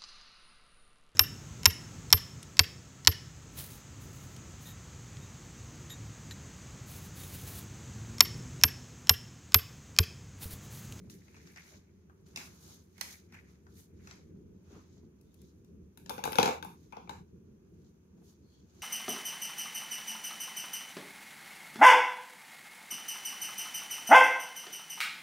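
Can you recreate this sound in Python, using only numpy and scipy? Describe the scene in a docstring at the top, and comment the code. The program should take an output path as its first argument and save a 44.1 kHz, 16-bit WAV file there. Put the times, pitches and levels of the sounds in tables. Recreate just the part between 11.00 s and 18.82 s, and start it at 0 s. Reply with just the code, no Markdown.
"""A low hum fills a small hard room. Close to a two-port microphone, hands bump a wooden table, slide
booklets, turn a wad of banknotes and count it: grainy swishes of friction, dotted with popping creases.
From about 5 s, out of sight on the left, a hollow plastic thing rocks, falls and bounces, each knock
an edge crack over ringing walls and a low boom. Soft paper strokes and two more thuds close the scene."""
import sys
import numpy as np
from scipy import signal
from scipy.fft import rfft, irfft, next_fast_len
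from scipy.io import wavfile
from scipy.ndimage import map_coordinates

SR = 44100
rng = np.random.default_rng(int(sys.argv[2]) if len(sys.argv) > 2 else 0)


def generate_wav(signal):
    """Clip the signal to [-1, 1] and save it as 16-bit WAV at the path in sys.argv[1]."""
    frames = np.transpose(np.atleast_2d(signal))
    scaled = np.clip(frames, -1, 1) * 32767
    pcm = np.round(scaled).astype(np.int16)
    wavfile.write(sys.argv[1], SR, pcm)


N = 344858

# Paper strokes: (loudest time [s], swell [s], fade [s], relative slide level [dB],
# then, against the slide: sheet body [dB], fine hiss [dB], rasp [dB])
STROKES = [(0.1, 0.0029, 0.11, -61.5, -22, -1, -25.5), (0.38, 0.084, 0.58, -73.5, -19, -30, 4),
           (0.569, 0.012, 0.043, -70.5, -14, -12, 17), (0.68, 0.98, 0.13, -69, -7, -5, 0),
           (0.752, 0.19, 0.079, -66, -5, -11, -23), (1.264, 0.01, 0.62, -72.5, -4.5, -8.5, -19),
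           (1.4, 0.052, 0.15, -59, 1, -2.5, -5), (1.716, 0.34, 0.16, -62, -9, -4.5, -21),
           (2.03, 0.056, 0.18, -56.5, -6.5, -6, -3.5), (2.131, 0.15, 0.068, -58.5, -15, -1.5, -4),
           (2.34, 0.041, 0.17, -74, 3, -4, 13.5), (2.501, 0.092, 0.15, -75, -3.5, -9, -6),
           (2.801, 0.12, 0.089, -67.5, -12, -0.5, -9.5), (3.1, .15, 0.19, -67.5, -4, -9, 0.5),
           (3.752, 0.13, 0.17, -69.5, 1.5, -11, -16), (3.95, 0.29, 0.16, -77.5, -19, -12, -10),
           (4.45, 0.24, .2, -76, -22, -7, -15), (5.821, 0.2, 0.46, -78, -9, -7, -11.5),
           (6.87, 0.39, 0.13, -82.5, -5, -9, -21.5), (7.292, 0.11, 0.1, -71, -12, -4.5, -25),
           (7.546, 0.27, 0.14, -80, -9, -6.5, -20.5), (7.8, 0.25, 0.17, -72, -4.5, -11, -19)]
STROKE_RANGE_DB = 20  # rise over the swell time, drop over the fade time
# The fingers never rest: (relative slide level [dB], against it: body [dB], fine hiss [dB], rasp [dB])
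FIDGET_DB = (-91, 5, -5, -17.5)
# Colours of the paper's slide, sheet body and fine hiss: (frequency [Hz], level [dB])
SLIDE_TONE = [(1530, -21.5), (2600, -42), (2940, 1.5), (3090, -3.5), (3790, 2.5), (5360, 2.5), (6600, 8),
              (8000, -10), (10400, -45.5), (17600, -120)]
SHEET_TONE = [(290, -48), (500, -3.5), (863, -2.5), (1550, -4), (1970, -12), (2530, -7.5), (3010, -14.5),
              (3400, -12.5), (4420, -70.5)]
FINE_TONE = [(4410, -29), (7500, -4), (11000, 0), (12400, 0), (13400, -2), (14900, -4), (15900, -12),
             (16300, -35.5)]
# A stiff cover scraping over the pile: (frequency [Hz], width [Hz], level per pass [dB])
RASP_MODES = [(1476, 600, 1.5), (2260, 790, 5)]
# Creases popping: (time [s], relative level [dB], sheet ring [dB], ring pitch [Hz], fine hiss [dB],
# left over right [dB])
CREASE_POPS = [(0.098, -46, -7.5, 1880, -16, 8), (0.281, -59.5, 8.5, 2420, -26, 8.5),
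               (0.3437, -60, 12, 2510, -19, -1), (0.365, -53.5, 5.5, 1800, -16, 5),
               (0.472, -49, -3, 1820, -29, 3.5), (0.5604, -46, 2, 1940, -22, 6),
               (0.573, -46.5, -1.5, 2340, -16, 0), (1.0958, -76.5, 27, 1390, -2, 5),
               (1.3598, -27, -12, 2550, -14, -2.5), (1.3724, -33, 0.5, 2380, -10, 5),
               (1.9803, -54, 3.5, 2150, -2, -12), (2.011, -26.5, -5.5, 2110, -5, -14),
               (2.323, -51.5, 2, 2280, -10, 1.5), (2.3422, -52.5, 7, 2030, -8, 2),
               (2.666, -62, 12, 1600, -23, 5.5), (3.0722, -44, 1.5, 1710, -19, 5.5),
               (3.11, -41, -2, 1586, -37, 4), (4.212, -64, -27, 1270, 3, 7), (4.342, -65, -34, 1250, 6, 14),
               (4.4164, -65, -29, 2060, 5.5, 18), (4.646, -62.5, -18, 1460, -2, 6)]
# The crack of a crease: (frequency [Hz], level [dB])
CREASE_TONE = [(1530, -29), (2600, 4.5), (3090, -1.5), (5760, 4), (8000, -8), (10400, -77)]
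# Fingertips on an edge: (time [s], half length [s], pitch [Hz], glide [Hz/s], relative level [dB])
EDGE_RUBS = [(1.655, .04, 1000, 0, -72), (3.775, .06, 1200, -1500, -65), (4.296, 0.05, 3680, 0, -83),
             (4.45, .075, 3800, 6000, -78), (7.56, 0.065, 3280, 0, -77), (7.53, .085, 4350, 0, -73)]

# The plastic thing knocking: (time [s], relative level [dB], wall pitch [Hz], rim ring [dB], boom [dB],
# crack [dB], tick over crack [dB])
KNOCKS = [(4.975, -56, 870, -7, -5, 7, -1), (5.062, -56, 905, -14, 1, 10.5, -17),
          (5.096, -33.5, 850, -17, -4.5, 2.5, -4), (5.105, -29, 867, -30, -7, -19, -13),
          (5.181, -38, 840, -7, 2.5, -2.5, -17.5), (5.19, -33.5, 837, -17, -15, -14, -15),
          (5.24, -31, 875, -22, -6.5, 5, -9.5), (5.254, -23, 842, -15, -15, -14, 2),
          (5.275, -26, 854, -24, -3.5, -17, -1.5), (5.322, -39.5, 864, -4, 5, 2, 2),
          (5.331, -29.5, 895, -9, -23, -4, -15.5), (5.357, -35.5, 815, -9, 2, 7.5, -11),
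          (5.386, -9.5, 812, -20, -6, -6.5, -13), (5.399, -29, 800, -21, -1, 4.5, -18.5),
          (5.627, -34, 904, -14.5, -14, -3, -10.5), (5.648, -34.5, 870, -21, -20, -18.5, 7),
          (5.925, -38, 887, -14, -20, -12.5, -13), (5.931, -38, 844, -9.5, -11, -23, -11),
          (5.969, -34, 810, -26, -7, -11.5, -22), (6.075, -48, 824, -6.5, -6, -16, -16),
          (6.095, -31, 867, -16.5, -13, -6.5, -15.5), (6.11, -43.5, 883, -16, -2, -12, -6)]
# The crack of its hard edge: (frequency [Hz], level [dB])
EDGE_TONE = [(1000, -3), (1620, 0), (1800, -17.5), (2020, -11.5), (2390, -4), (3350, -5.5), (3650, 1),
             (4160, -8.5), (6540, -7), (7500, -17.5), (9750, -55)]
# The bright tick on top of a contact: (frequency [Hz], level [dB])
TICK_TONE = [(4410, -45), (7500, -8), (11700, 6.5), (13500, -2), (14700, 1.5), (16300, -19.5)]
# Its air and the floor under it: (frequency [Hz], width [Hz], level per pass [dB])
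CAVITY_MODES = [(201, 150, -0.5), (507, 130, 3)]
WALL_WIDTH_HZ, RIM_HZ, RIM_WIDTH_HZ, FLOOR_HZ = 135, 2370, 310, 111
LANDING_S, FIRST_FLIGHT_S, FLIGHT_RATIO = 5.386, 0.044, 0.65  # each bounce is shorter than the last

# Arms and hands landing on the table: (time [s], relative level [dB], pitch [Hz])
THUDS = [(0.038, -42, 214), (0.069, -34.5, 115), (0.71, -47, 594), (1.371, -37, 202), (3.18, -38, 175),
         (3.353, -46, 187), (3.704, -39.5, 300), (3.756, -37, 332), (3.967, -42, 134), (4.027, -43.5, 212),
         (7.17, -41.5, 126.7), (7.216, -39.5, 155)]

# The hum's slow swells: (time [s], level [dB])
HUM_LEVEL = [(0.0, -50), (0.24, -57.5), (2.83, -58), (3.09, -55), (4.42, -56.5), (5.66, -54), (7.62, -58.5),
             (7.82, -56.5)]
# Colours of the hum and the hiss: (frequency [Hz], level [dB])
HUM_TONE = [(15, -76), (25, -40.5), (43, -10), (55, -11.5), (69, -0.5), (88, 1.5), (114, -10.5),
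            (184, -2.5), (264, -12.5), (395, -10.5), (424, -16.5), (454, -17), (700, -48), (1540, -120)]
HISS_TONE = [(500, -1), (596, -4), (786, -14), (922, -9), (1350, -17), (2280, -17), (4450, -25),
             (6410, -12), (7420, -29), (14900, -25), (16300, -34)]
# Stereo image of the hum and hiss: (frequency [Hz], left-right likeness [-1..1])
BED_LIKENESS = [(60, 0.87), (180, 0.99), (550, 0.29), (1650, -0.15), (4970, -1), (15000, 0.71)]
# Stereo image of the reverb: (frequency [Hz], left-right likeness [0..1])
ROOM_LIKENESS = [(200, 0.92), (800, 0.41), (2500, 0.15), (8000, 0.194)]
# The room's early decay: (frequency [Hz], time to fall 60 dB [s])
ROOM_T60 = [(200, 0.12), (1000, 0.4), (4000, 0.47), (12000, 0.48)]
LATE_DB, LATE_T60_S = -30.5, 0.73  # the faint long tail
LOW_CUT_HZ, TOP_HZ = 45, 16000


def paper_slides():
    """Paper rubs on paper: slide, sheet body, fine hiss and rasp swell and fade with each stroke."""
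    t = np.arange(N) / SR
    layers = [friction(shape(SLIDE_TONE), grain_db=1.5), friction(shape(SHEET_TONE), grain_db=0.5),
              friction(shape(FINE_TONE), grain_db=1.5), friction(resonances(RASP_MODES), grain_db=3.0)]
    layer_power = lambda db, *over_db: amp(db + np.array([0, *over_db])[:, None]) ** 2
    power = layer_power(*FIDGET_DB)
    for time, swell, fade, *levels in STROKES:
        envelope = amp(-STROKE_RANGE_DB * np.maximum((time - t) / swell, (t - time) / fade))
        power = power + layer_power(*levels) * envelope ** 2
    return amp(4.0) * sum(gain * layer for gain, layer in zip(np.sqrt(power), layers))


def crease_pops():
    """Each crease cracks, coloured by a quick echo off the table; the sheet flaps and briefly rings."""
    out = np.zeros((2, N))
    for time, db, ring_db, hz, fine_db, pan_db in CREASE_POPS:
        crack = burst(lambda f: shape(CREASE_TONE)(f) * comb(f, delay_s=2 / hz, share=0.6), t60=0.016)
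        hiss = amp(fine_db) * burst(shape(FINE_TONE), t60=0.016)
        sheet = amp(ring_db) * burst(resonances([(800, 700, -2), (hz, 900, 0)]), t60=0.031)
        lag = round(np.clip(3 * pan_db, -20, 20))  # the louder side also hears it first
        place(out, time, amp(db - 6.0) * (crack + hiss + sheet), pan_db, lag, wet_db=-3)
    return out


def fingertip_rubs():
    """Fingertips run along an edge: a narrow hiss that swells and fades, sometimes gliding."""
    out = np.zeros((2, N))
    for time, half_length, hz, glide, db in EDGE_RUBS:
        t = np.arange(N) / SR - time
        swell = np.exp(-(t / half_length) ** 2)
        rumble = friction(lambda f: 1 / (1 + (f / 220) ** 2), grain_db=0.8)
        carrier = np.cos(2 * np.pi * (hz + glide * t / 2) * t)  # lifts the rumble up to pitch
        out += amp(db) * swell * rumble * carrier
    return out


def plastic_clatter():
    """Each knock cracks at the edge; the hollow body's walls and cavity take milliseconds to speak."""
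    out = np.zeros((2, N))
    for time, db, hz, rim_db, boom_db, crack_db, tick_db in KNOCKS + bounces():
        onset = time - 0.0013
        stretch = np.exp(rng.normal(0, 0.07))  # each blow lands on another part of the edge
        wall_modes = [(hz, WALL_WIDTH_HZ, 0), (1.78 * hz, 2 * WALL_WIDTH_HZ, -9)]
        wall = ring(wall_modes, t60=0.013, rise=0.002)
        rim_mode = [(RIM_HZ * np.sqrt(stretch), RIM_WIDTH_HZ, 0)]
        rim = amp(rim_db) * ring(rim_mode, t60=0.012, rise=0.00092)
        edge = lambda f: shape(EDGE_TONE)(f * stretch) * comb(f, delay_s=0.001 * stretch, share=-0.35)
        crack = burst(edge, t60=0.012)
        crack += amp(tick_db) * burst(shape(TICK_TONE), t60=0.016)
        knock = trim_send(wall, -3) + trim_send(rim, -2) + amp(crack_db) * trim_send(crack, -3.5)
        place(out, onset, amp(db - 4.5) * knock, pan_db=11.0, lag=20, wet_db=3.5)  # on the ports' axis
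        cavity = amp(boom_db) * burst(resonances(CAVITY_MODES), t60=0.0072, rise=0.0021)
        floor = amp(-16.5) * burst(resonances([(FLOOR_HZ, 120, 0)]), t60=0.054, rise=0.0041)
        # The bass bends round to the far port.
        place(out, onset, amp(db - 2.5) * (cavity + floor), pan_db=-3.5, lag=20, wet_db=2.5)
    return out


def bounces():
    """Four rebounds after the fall, as rows like KNOCKS: each comes sooner, softer and duller."""
    rows = []
    for k in range(4):
        time = LANDING_S + FIRST_FLIGHT_S * (1 - FLIGHT_RATIO ** (k + 1)) / (1 - FLIGHT_RATIO)
        db, crack_db = -18 - 1.5 * k, -1.5 - 4.5 * k
        wall_hz, rim_db, boom_db, tick_db = 800, -13, -4, -14.5
        rows.append((time, db, wall_hz, rim_db, boom_db, crack_db, tick_db))
    return rows


def table_thuds():
    """Soft flesh on wood: a dull low ring without a crack."""
    out = np.zeros((2, N))
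    for time, db, hz in THUDS:
        thud = burst(resonances([(hz, 150, 0)]), t60=0.066, rise=0.012)
        place(out, time, amp(db - 7.0) * thud, pan_db=1.0, lag=0, wet_db=-1.0)
    return out


def machine_hum():
    """The bed: a low, wavering machine hum over a faint hiss."""
    hum_db = np.interp(np.arange(N) / SR, *np.transpose(HUM_LEVEL))
    hum = amp(hum_db + 2.4 * wobble(14)) * diffuse(HUM_TONE)
    hiss = amp(-77 + 0.27 * wobble(6.4)) * diffuse(HISS_TONE)
    return hum + hiss


def room(send):
    """Stereo room reverb, cut down after 0.1 s as by a noise gate, leaving a faint tail."""
    hz, t, noise = signal.stft(rng.standard_normal((2, SR // 2)), SR, nperseg=256)
    alike = np.clip(along(ROOM_LIKENESS, hz), 0, 1)[:, None]
    noise[1] = alike * noise[0] + np.sqrt(1 - alike ** 2) * noise[1]
    early_db = -60 * t / along(ROOM_T60, hz)[:, None] - 220 * np.maximum(t - 0.1, 0)
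    late_db = LATE_DB - 60 * t / LATE_T60_S
    tail = signal.istft(noise * amp(np.maximum(early_db, late_db)), SR, nperseg=256)[1]
    return signal.fftconvolve(send[None], tail / np.linalg.norm(tail[0]), axes=1)


def place(out, time, hit, pan_db, lag, wet_db):
    """Mixes in a (direct, send) hit and its reverb; the right port hears both lag samples later."""
    direct, send = hit
    wet = amp(wet_db) * room(send)
    left = round(time * SR)
    for port, start, gain_db in (0, left, pan_db / 2), (1, left + lag, -pan_db / 2):
        heard = wet[port]
        heard[:len(direct)] += amp(gain_db) * direct
        out[port, start:start + len(heard)] += heard[:N - start]


def trim_send(hit, db):
    """Changes only how much of a hit feeds the room."""
    return hit * amp([[0], [db]])


def burst(response, t60, rise=0.0008):
    """A contact as (direct, send): a noise burst and a click of the same colour; t60 and rise in s."""
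    t = np.arange(SR // 10) / SR
    noise = amp(-60 * t / t60) * (1 - np.exp(-t / rise)) * rng.standard_normal(len(t))
    click = np.arange(len(t)) == 200
    hit = filtered(np.array([noise, click]), response)
    return hit / np.linalg.norm(hit, axis=1)[:, None] * np.sqrt(SR / 500)  # energy of 2 ms at level 1


def ring(peaks, t60, rise):
    """A struck resonance: clear up close, while the room hears the whole body in a broader colour."""
    broad = [(hz, 2.1 * width, db) for hz, width, db in peaks]
    direct = burst(resonances(peaks), t60, rise)[0]
    send = burst(resonances(broad), t60, rise)[1]
    return np.array([direct, send])


def friction(response, grain_db):
    """Stereo noise in clumps: fibres catch and slip many times a second."""
    clumps = amp(grain_db * (wobble(40) + wobble(250)))
    return unit(filtered(clumps * rng.standard_normal((2, N)), response))


def diffuse(tone):
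    """Stereo noise of rms 1, centred in the bass and wide higher up."""
    def mid_side(hz):
        angle = np.arccos(np.clip(along(BED_LIKENESS, hz), -1, 1)) / 2
        return shape(tone)(hz) * [np.cos(angle), np.sin(angle)]
    mid, side = filtered(rng.standard_normal((2, N)), mid_side)
    return unit(np.array([mid + side, mid - side]))


def resonances(peaks):
    """A bank of band-passes in alternating polarity, passed twice for steep skirts."""
    return lambda f: sum((-1) ** k * amp(db) * 1j * f * width / (hz * hz - f * f + 1j * f * width)
                         for k, (hz, width, db) in enumerate(peaks)) ** 2


def comb(hz, delay_s, share):
    """A sound plus one weaker, later copy: evenly spaced peaks."""
    return 1 + share * np.exp(-2j * np.pi * hz * delay_s)


def shape(points):
    """An EQ curve through (frequency [Hz], level [dB]) points."""
    return lambda hz: amp(along(points, hz))


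def filtered(x, response):
    """Plays x through a frequency response."""
    length = x.shape[-1]
    padded = next_fast_len(length + 8192)
    return irfft(rfft(x, padded) * response(np.fft.rfftfreq(padded, 1 / SR)), padded)[..., :length]


def wobble(rate):
    """A smooth random drift, rate knots a second."""
    return map_coordinates(rng.standard_normal(int(N * rate / SR) + 4), [np.arange(N) * rate / SR])


def along(points, hz):
    """Reads (frequency [Hz], value) points on a log axis."""
    knots_hz, values = np.transpose(points)
    return np.interp(np.log(hz + 1), np.log(knots_hz + 1), values)


def amp(db):
    return 10 ** (np.asarray(db) / 20)


def unit(x):
    return x / np.sqrt(np.mean(x ** 2) + 1e-20)


def scene():
    """The stereo mix at the two ports, built up from the bed."""
    return (machine_hum() + table_thuds() + paper_slides() + fingertip_rubs()
            + crease_pops() + plastic_clatter())


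def record(dry):
    """The deepest bass is cut away; a steep high cut closes the top."""
    low_cut = filtered(dry, lambda hz: (1j * hz / (LOW_CUT_HZ + 1j * hz)) ** 2)
    return filtered(low_cut, lambda hz: np.clip((TOP_HZ + 550 - hz) / 1000, 0, 1) ** 2)


dry = scene()
out = record(dry)
generate_wav(out)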